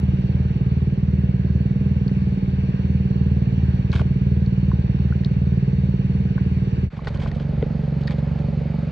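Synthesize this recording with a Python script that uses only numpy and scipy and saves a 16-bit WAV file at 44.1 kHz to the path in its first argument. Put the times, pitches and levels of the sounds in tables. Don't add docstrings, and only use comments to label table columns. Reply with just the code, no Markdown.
import sys
import numpy as np
from scipy import signal
from scipy.fft import rfft, irfft
from scipy.io import wavfile
from scipy.ndimage import uniform_filter1d

SR = 44100
rng = np.random.default_rng(int(sys.argv[2]) if len(sys.argv) > 2 else 0)


def convert_level_to_amplitude(level_db):
    exponent = np.asarray(level_db, float) / 20
    return 10 ** exponent


def store_wav(level_fs):
    pcm = np.round(np.clip(np.atleast_2d(level_fs), -1, 1) * 32767)
    wavfile.write(sys.argv[1], SR, pcm.T.astype(np.int16))


N = 392931
T = np.arange(N) / SR

# t/s, firing rate/Hz
SLOW_SPEED = [(0.022, 19.116), (0.367, 18.914), (1.257, 19.288), (1.373, 18.731), (1.813, 19.754),
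              (2.405, 19.11), (3.456, 19.236), (3.578, 18.526), (4.297, 19.321), (4.845, 18.827),
              (4.919, 19.141), (6.03, 19.06), (6.149, 19.23), (6.77, 18.874)]
FAST_SPEED = [(6.97, 23.106), (7.603, 23.418), (8.001, 22.759), (8.157, 23.141), (8.781, 23.369)]
# multiple of the firing rate, rms level/dB
SLOW_ORDERS = [(2, -52), (3, -32.5), (4, -35.5), (5, -34.5), (6, -27), (7, -23), (8, -30), (9, -30),
               (10, -25), (11, -37.5), (12, -43), (13, -40), (14, -48.5), (15, -58.5), (16, -54.5),
               (17, -56), (18, -54.5), (19, -57.5), (20, -48), (21, -51), (22, -59.5), (23, -61), (24, -49),
               (25, -76), (26, -68)]
FAST_ORDERS = [(2, -37), (3, -28.5), (4, -32), (5, -35), (6, -24.5), (7, -25), (8, -39), (9, -29.5),
               (10, -37.5), (11, -56), (12, -45), (13, -49.5), (14, -56), (15, -50.5), (16, -51),
               (17, -59.5), (18, -65), (19, -54.5), (20, -57.5), (21, -57.5), (22, -52.5), (23, -57.5),
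               (24, -49.5), (25, -49.5), (26, -61.5), (27, -66.5)]
SLOW_START = (0.145, -0.1)
FAST_START = (.113, -.7)
# f/Hz, relative density/dB
SLOW_CHUFF = [(30, -26.5), (50, -6.5), (130, 1.5), (220, -13.5), (300, -11), (420, -13.5), (550, -18),
              (800, -28.5), (1100, -44), (3000, -110)]
FAST_CHUFF = [(30, -24), (50, -13), (130, -0.5), (220, -5.5), (300, -22.5), (450, -11), (600, -19.5),
              (850, -21.5), (1100, -40.5), (3000, -110)]
CHUFF_DB = (-32, -29.5)
# f/Hz, relative density/dB
SLOW_HISS = [(350, -22.5), (600, -10.5), (830, 5), (1190, -1.5), (1400, -5.5), (1550, -0.5), (2100, -5.5),
             (2800, -1), (3400, -12.5), (4050, -16.5), (4750, -14), (5400, -22.5), (6300, -24.5),
             (7500, -29.5), (8500, -44), (11000, -71.5), (16000, -76)]
FAST_HISS = [(350, -17), (600, 0), (1040, 0), (1450, 0), (2470, -3.5), (3300, -10.5), (4700, -14),
             (5400, -22.5), (6300, -26.5), (7500, -31), (8500, -41), (11000, -68.5), (16000, -58)]
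HISS_DB = (-44, -47.5)
# f/Hz, width/Hz, level/dB
COWL = [(2245, 30, -3), (3710, 120, -11), (4350, 170, -6.5), (5850, 400, -27)]
# t/s, exhaust level/dB, hiss level/dB
SLOW_FADE = [(0, -1, -3), (6.85, -0.5, -2.5), (6.869, -1.5, -8), (6.88, -8.5, -14), (6.891, -35.5, -19),
             (6.898, -61, -75)]
FAST_FADE = [(6.89, -62.5, -55), (6.905, -24.5, -7), (6.931, -13, -1.5), (7.0, -9.5, -4), (7.098, -6, 0.5),
             (7.252, -3.5, -2.5), (8.4, -2.5, -1.5), (8.91, -4.5, -1)]
# f/Hz, level/dB
SLOW_BALANCE = [(60, 1.5), (150, -2.5), (250, -1.5), (400, -5), (640, 0), (1030, -4), (1650, 1),
                (2650, -1.5), (4260, 2.5), (9000, -0.5)]
FAST_BALANCE = [(60, -4), (150, -1), (250, -6), (400, -8), (640, -8), (1030, -1), (1650, 0.5), (2650, -0.5),
                (4260, 1.5), (9000, -0.5)]
# f/Hz, correlation
LIKENESS = [(60, .97), (250, .9), (450, .6), (1000, .75), (2300, .7), (4300, .75), (9000, .85)]
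LEFT_LAG_S = (.00051, 0)
# t/s, peak level/dB, left minus right/dB, centre f/Hz, spread/octaves
TICKS = [(2.0795, -33.5, 7.5, 4400, .3), (2.0945, -34.5, 1, 2350, .8), (3.918, -32, 3.5, 3830, .3),
         (3.9271, -38, 10, 3040, 1.7), (3.9714, -39, 0, 3000, 1.5), (4.4623, -36, -4, 4900, 0.18),
         (5.236, -34, -1.5, 2236, 0.77), (5.2474, -23.5, 4.5, 4180, 0.21), (5.2588, -37.5, 4, 4400, 0.3),
         (7.0713, -23, 3, 2507, 1.3), (7.174, -40, -3, 6040, 1), (7.222, -40, -1.5, 3180, 0.89),
         (7.276, -37, 3, 2800, 1), (7.3155, -30, 3, 2760, 1.1), (8.036, -38, 0, 4250, 0.62),
         (8.073, -30, 4, 4480, 1), (8.078, -23, -2, 3030, 0.51), (8.084, -42.5, -1, 2210, 1.2),
         (8.108, -29, -1, 3200, 1.3)]
# f/Hz, level/dB, 60 dB decay/s
GEAR = [(1880, 8.5, 0.019), (2330, -5.5, 0.014), (3160, -9, 0.008), (3900, 0.5, 0.012), (4310, 1.5, 0.015),
        (4530, -8, 0.017), (6150, -7, 0.009), (7670, -15, 0.0074), (9000, -44.5, 0.0028)]
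# t/s, peak level/dB, left minus right/dB, centre f/Hz, spread/octaves
KNOCKS = [(3.934, -28, 8, 910, 1), (3.9945, -22.5, 3.5, 1290, 0.83), (4.008, -32.5, 1.5, 1296, 0.57),
          (4.014, -23, 6.5, 625, .6), (4.7155, -26.5, -0.5, 1147, 0.28), (5.124, -29.5, 6, 1460, 0.27),
          (6.379, -28, 7.5, 1240, 0.43), (6.991, -29, 0, 957, 0.45), (7.032, -35, 5.5, 450, 0.3),
          (7.071, -19, 2, 700, 1.1), (7.158, -29.5, 5, 450, 1.1), (7.26, -22, 7, 597, 0.78),
          (7.525, -30, 8, 542, 0.48), (7.6255, -30, 0.5, 2680, 0.48), (7.627, -13, 0.5, 380, 0.38),
          (8.078, -36.5, 0.5, 1710, 0.97)]
# f/Hz, level/dB, 60 dB decay/s
DECK = [(290, 0, .03), (430, 0, .025), (620, -2, .018), (860, -1, .018), (1060, 0, .02), (1450, -1, .025),
        (2000, -7, .01), (3000, -13, .006)]
# start t/s, length/s, level at mid-length/dB, tilt/dB per octave
RUBS = [(3.925, .04, -38, -1.5), (3.953, .042, -38.5, -1.5), (3.99, .031, -39, -2), (6.964, .025, -46, -3),
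        (7.044, .018, -49, 0), (7.072, .022, -37, -2.5), (7.217, .028, -41, -2), (7.268, .026, -46, -2),
        (7.308, .024, -38, -4.5), (7.395, .04, -47.5, -2.5), (8.074, .03, -39.5, -3.5),
        (8.107, .03, -42, -2)]
# f/Hz, relative level/dB
RUB_COLOUR = [(400, -12), (800, 0), (1300, -5), (1600, 0), (1970, -11), (2220, 1), (2630, -7.5),
              (3100, -2.5), (4400, -9.5), (6500, -20.5), (9000, -30.5), (12500, -66), (15000, -47.5),
              (16000, -59)]
# from t/s, to t/s, number of rustles, mean level/dB
FIDGETING = [(6.92, 7.45, 5, -51), (7.75, 8.4, 5, -54)]
# f/Hz, rms level/dB, phase/rad
HUMS = [(76.04, -27, .56), (78.84, -29, -.87)]
# t/s, level/dB
SURGE = [(6.89, -84), (6.95, -42), (7.0, -41), (7.1, -34), (7.25, -36), (7.35, -35.5), (7.45, -48),
         (7.6, -32.5), (7.8, -85)]


def passage(speed, orders, start, chuff, chuff_db, hiss, hiss_db, balance, fade, extra, lag_s, ring_db):
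    turns = crank(speed)
    s, low_db, high_db = np.transpose(fade)
    low, high = convert_level_to_amplitude(np.interp(T, s, low_db)), convert_level_to_amplitude(np.interp(T, s, high_db))
    note = low * (exhaust(turns, orders, start) + extra)
    turbulence = low * convert_level_to_amplitude(chuff_db) * puff_gate(turns, start[0]) * noise(chuff)
    rings = np.add(COWL, [0, 0, ring_db])
    steady_hiss = high * convert_level_to_amplitude(hiss_db + 0.51 * slow(3.1)) * noise(hiss, rings)
    heard_note = ports(note, 0 * note, balance, [(1, .97)], lag_s)
    return heard_note + ports(*(turbulence + steady_hiss), balance, LIKENESS, lag_s)


def crank(speed):
    turns = np.cumsum(np.interp(T, *np.transpose(speed))) / SR
    wobble = .007 * slow(8)
    return turns - turns[round(speed[0][0] * SR)] + wobble


def exhaust(turns, orders, start, waver_db=1.21):
    k, db = np.transpose(orders)
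    lag, turn_rad = start
    grid = np.arange(1024) / 4
    log_gain = np.log(convert_level_to_amplitude(np.interp(grid, np.r_[0, k, 60], np.r_[-75, db, -80])))
    causal = -signal.hilbert(np.r_[log_gain, log_gain[-1], log_gain[:0:-1]]).imag
    phase = np.interp(k, grid, causal[:1024]) + turn_rad
    note = 0
    for order, level_db, rad in zip(k, db, phase):
        level = np.sqrt(2) * convert_level_to_amplitude(level_db + waver_db * slow(6))
        note = note + level * np.cos(2 * np.pi * order * (turns - lag) + rad)
    return note


def puff_gate(turns, lag):
    age = (turns - lag + .02) % 1
    return evened(signal.oaconvolve(.6 + np.exp(-age / .16), np.hanning(160), "same"))


def hits(events, modes, contact_s):
    out, t = np.zeros((2, N + 4000)), np.arange(4000) / SR
    hz, db, t60 = np.transpose(modes)[:, :, None]
    for s, peak_db, pan_db, centre_hz, octaves in events:
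        detune = rng.uniform(0.97, 1.03, hz.shape)
        favour_db = -6 * (np.log2(hz / centre_hz) / octaves) ** 2
        decay = convert_level_to_amplitude(db + favour_db - 60 * t / t60)
        ring = (decay * np.sin(2 * np.pi * hz * detune * t)).sum(0)
        ring = ring * np.minimum(t * centre_hz, 1)
        contact = .5 * rng.standard_normal((2, 600)) + rng.standard_normal(600)
        contact = contact * np.exp(-t[:600] / contact_s)
        contact[:, 0] += 6
        ring = signal.fftconvolve(contact, ring[None])[:, :4000]
        level = convert_level_to_amplitude(peak_db + np.c_[[pan_db, -pan_db]] / 2)
        out[:, round(s * SR):][:, :4000] += level * ring / abs(ring).max()
    return out[:, :N]


def rubs():
    out = np.zeros((2, N))
    for s, length, db, tilt_db in RUBS + rustles():
        n = round(length * SR)
        hz = np.fft.rfftfreq(n, 1 / SR)
        unevenness = evened(uniform_filter1d(rng.standard_normal(n), size=70))
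        grains = rng.standard_normal((2, n)) * convert_level_to_amplitude(3.5 * unevenness)
        grains[1] += 1.3 * grains[0]
        colour_db = read(RUB_COLOUR, hz) + tilt_db * np.log2((hz + 1) / 2000)
        burst = irfft(rfft(grains) * convert_level_to_amplitude(colour_db), n)
        burst = np.array([evened(side) for side in burst])
        dying = convert_level_to_amplitude(db - 9 * (np.arange(n) / n - .5))
        out[:, round(s * SR):][:, :n] += dying * burst * signal.windows.tukey(n, .2)
    return out


def rustles():
    rows = []
    for start, end, count, mean_db in FIDGETING:
        when, size = rng.random((round(count), 2)).T
        for w, z in zip(when, size):
            rows.append((start + (end - start) * w, .025 * (.5 + z), mean_db + 2 * (2 * z - 1), 0))
    return rows


def hum():
    total = 0
    for hz, db, rad in HUMS:
        level = np.sqrt(2) * convert_level_to_amplitude(db + .5 * slow(2))
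        total = total + level * np.cos(2 * np.pi * hz * T + rad + .15 * slow(1))
    return total


def rumble():
    level_db = np.interp(T, *np.transpose(SURGE), left=-90, right=-90)
    colour = [(25, -31), (45, -13.5), (80, -14), (110, -24.0), (300, -63.0), (1000, -120)]  # f/Hz, density/dB
    return convert_level_to_amplitude(level_db + 7.0) * noise(colour)[0]


def noise(spectrum, rings=(), patchy_db=1.0):
    hz = np.fft.rfftfreq(1024, 1 / SR)
    a, b, c, d, patches = rng.standard_normal((N // 256 + 5, 513, 5)).T
    patches = uniform_filter1d(uniform_filter1d(patches, size=10, axis=0), size=14, axis=1)
    gain = convert_level_to_amplitude(read(spectrum, hz)) * (hz > spectrum[0][0] / 2)
    for f, width, db in rings:
        gain = gain + convert_level_to_amplitude(db) / (1 + (2 * (hz - f) / width) ** 2)
    z = np.array([a + 1j * b, c + 1j * d]) * gain[:, None] * convert_level_to_amplitude(patchy_db * evened(patches))
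    return evened(signal.istft(z, nperseg=1024, noverlap=768)[1][:, :N])


def ports(x, other, balance, likeness, lag_s):
    hz = np.fft.rfftfreq(N, 1 / SR)
    same, side = read(likeness, hz), convert_level_to_amplitude(read(balance, hz) / 2)
    lag = lag_s * (1 - .55 / (1 + (hz / 550) ** 4))
    left = rfft(x) * side * np.exp(-2j * np.pi * hz * lag)
    right = (same * rfft(x) + np.sqrt(1 - same ** 2) * rfft(other)) / side
    return irfft(np.array([left, right]), N)


def slow(rate_hz):
    hz, start = np.geomspace(.2, rate_hz, num=20), rng.random(20)
    coarse = T[::200]
    drift = (np.sin(2 * np.pi * (hz * coarse[:, None] + start)) / np.sqrt(hz)).sum(1)
    return np.interp(T, coarse, evened(drift))


def read(points, hz):
    f, value = np.transpose(points)
    return np.interp(np.log(hz + 1), np.log(f + 1), value)


def evened(x):
    return x / np.sqrt(np.mean(x ** 2) + 1e-20)


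def scene():
    first = passage(SLOW_SPEED, SLOW_ORDERS, SLOW_START, SLOW_CHUFF, CHUFF_DB[0], SLOW_HISS, HISS_DB[0],
                    SLOW_BALANCE, SLOW_FADE, extra=hum(), lag_s=LEFT_LAG_S[0], ring_db=-4.8)
    second = passage(FAST_SPEED, FAST_ORDERS, FAST_START, FAST_CHUFF, CHUFF_DB[1], FAST_HISS, HISS_DB[1],
                     FAST_BALANCE, FAST_FADE, extra=0, lag_s=LEFT_LAG_S[1], ring_db=-7.5)
    ticks = hits(TICKS, GEAR, contact_s=0.00095)
    knocks = hits(KNOCKS, DECK, contact_s=.0009)
    return first + second + ticks + knocks + rubs() + rumble()


def top_cut(x):
    return signal.sosfilt(signal.butter(12, 15750, fs=SR, output="sos"), x)


def record(dry):
    hz = np.fft.rfftfreq(N, 1 / SR)
    bass_cut = 1 / np.sqrt(1 + (36 / (hz + 1)) ** 12)
    bass_delay = np.exp(1j * 300 / np.maximum(hz, 25))
    heard = irfft(rfft(dry) * bass_delay * bass_cut, N)
    mirrored = heard * (1 + convert_level_to_amplitude(-62) * np.cos(2 * np.pi * 9600 * T))
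    return top_cut(mirrored)


dry = scene()
out = record(dry)
store_wav(out)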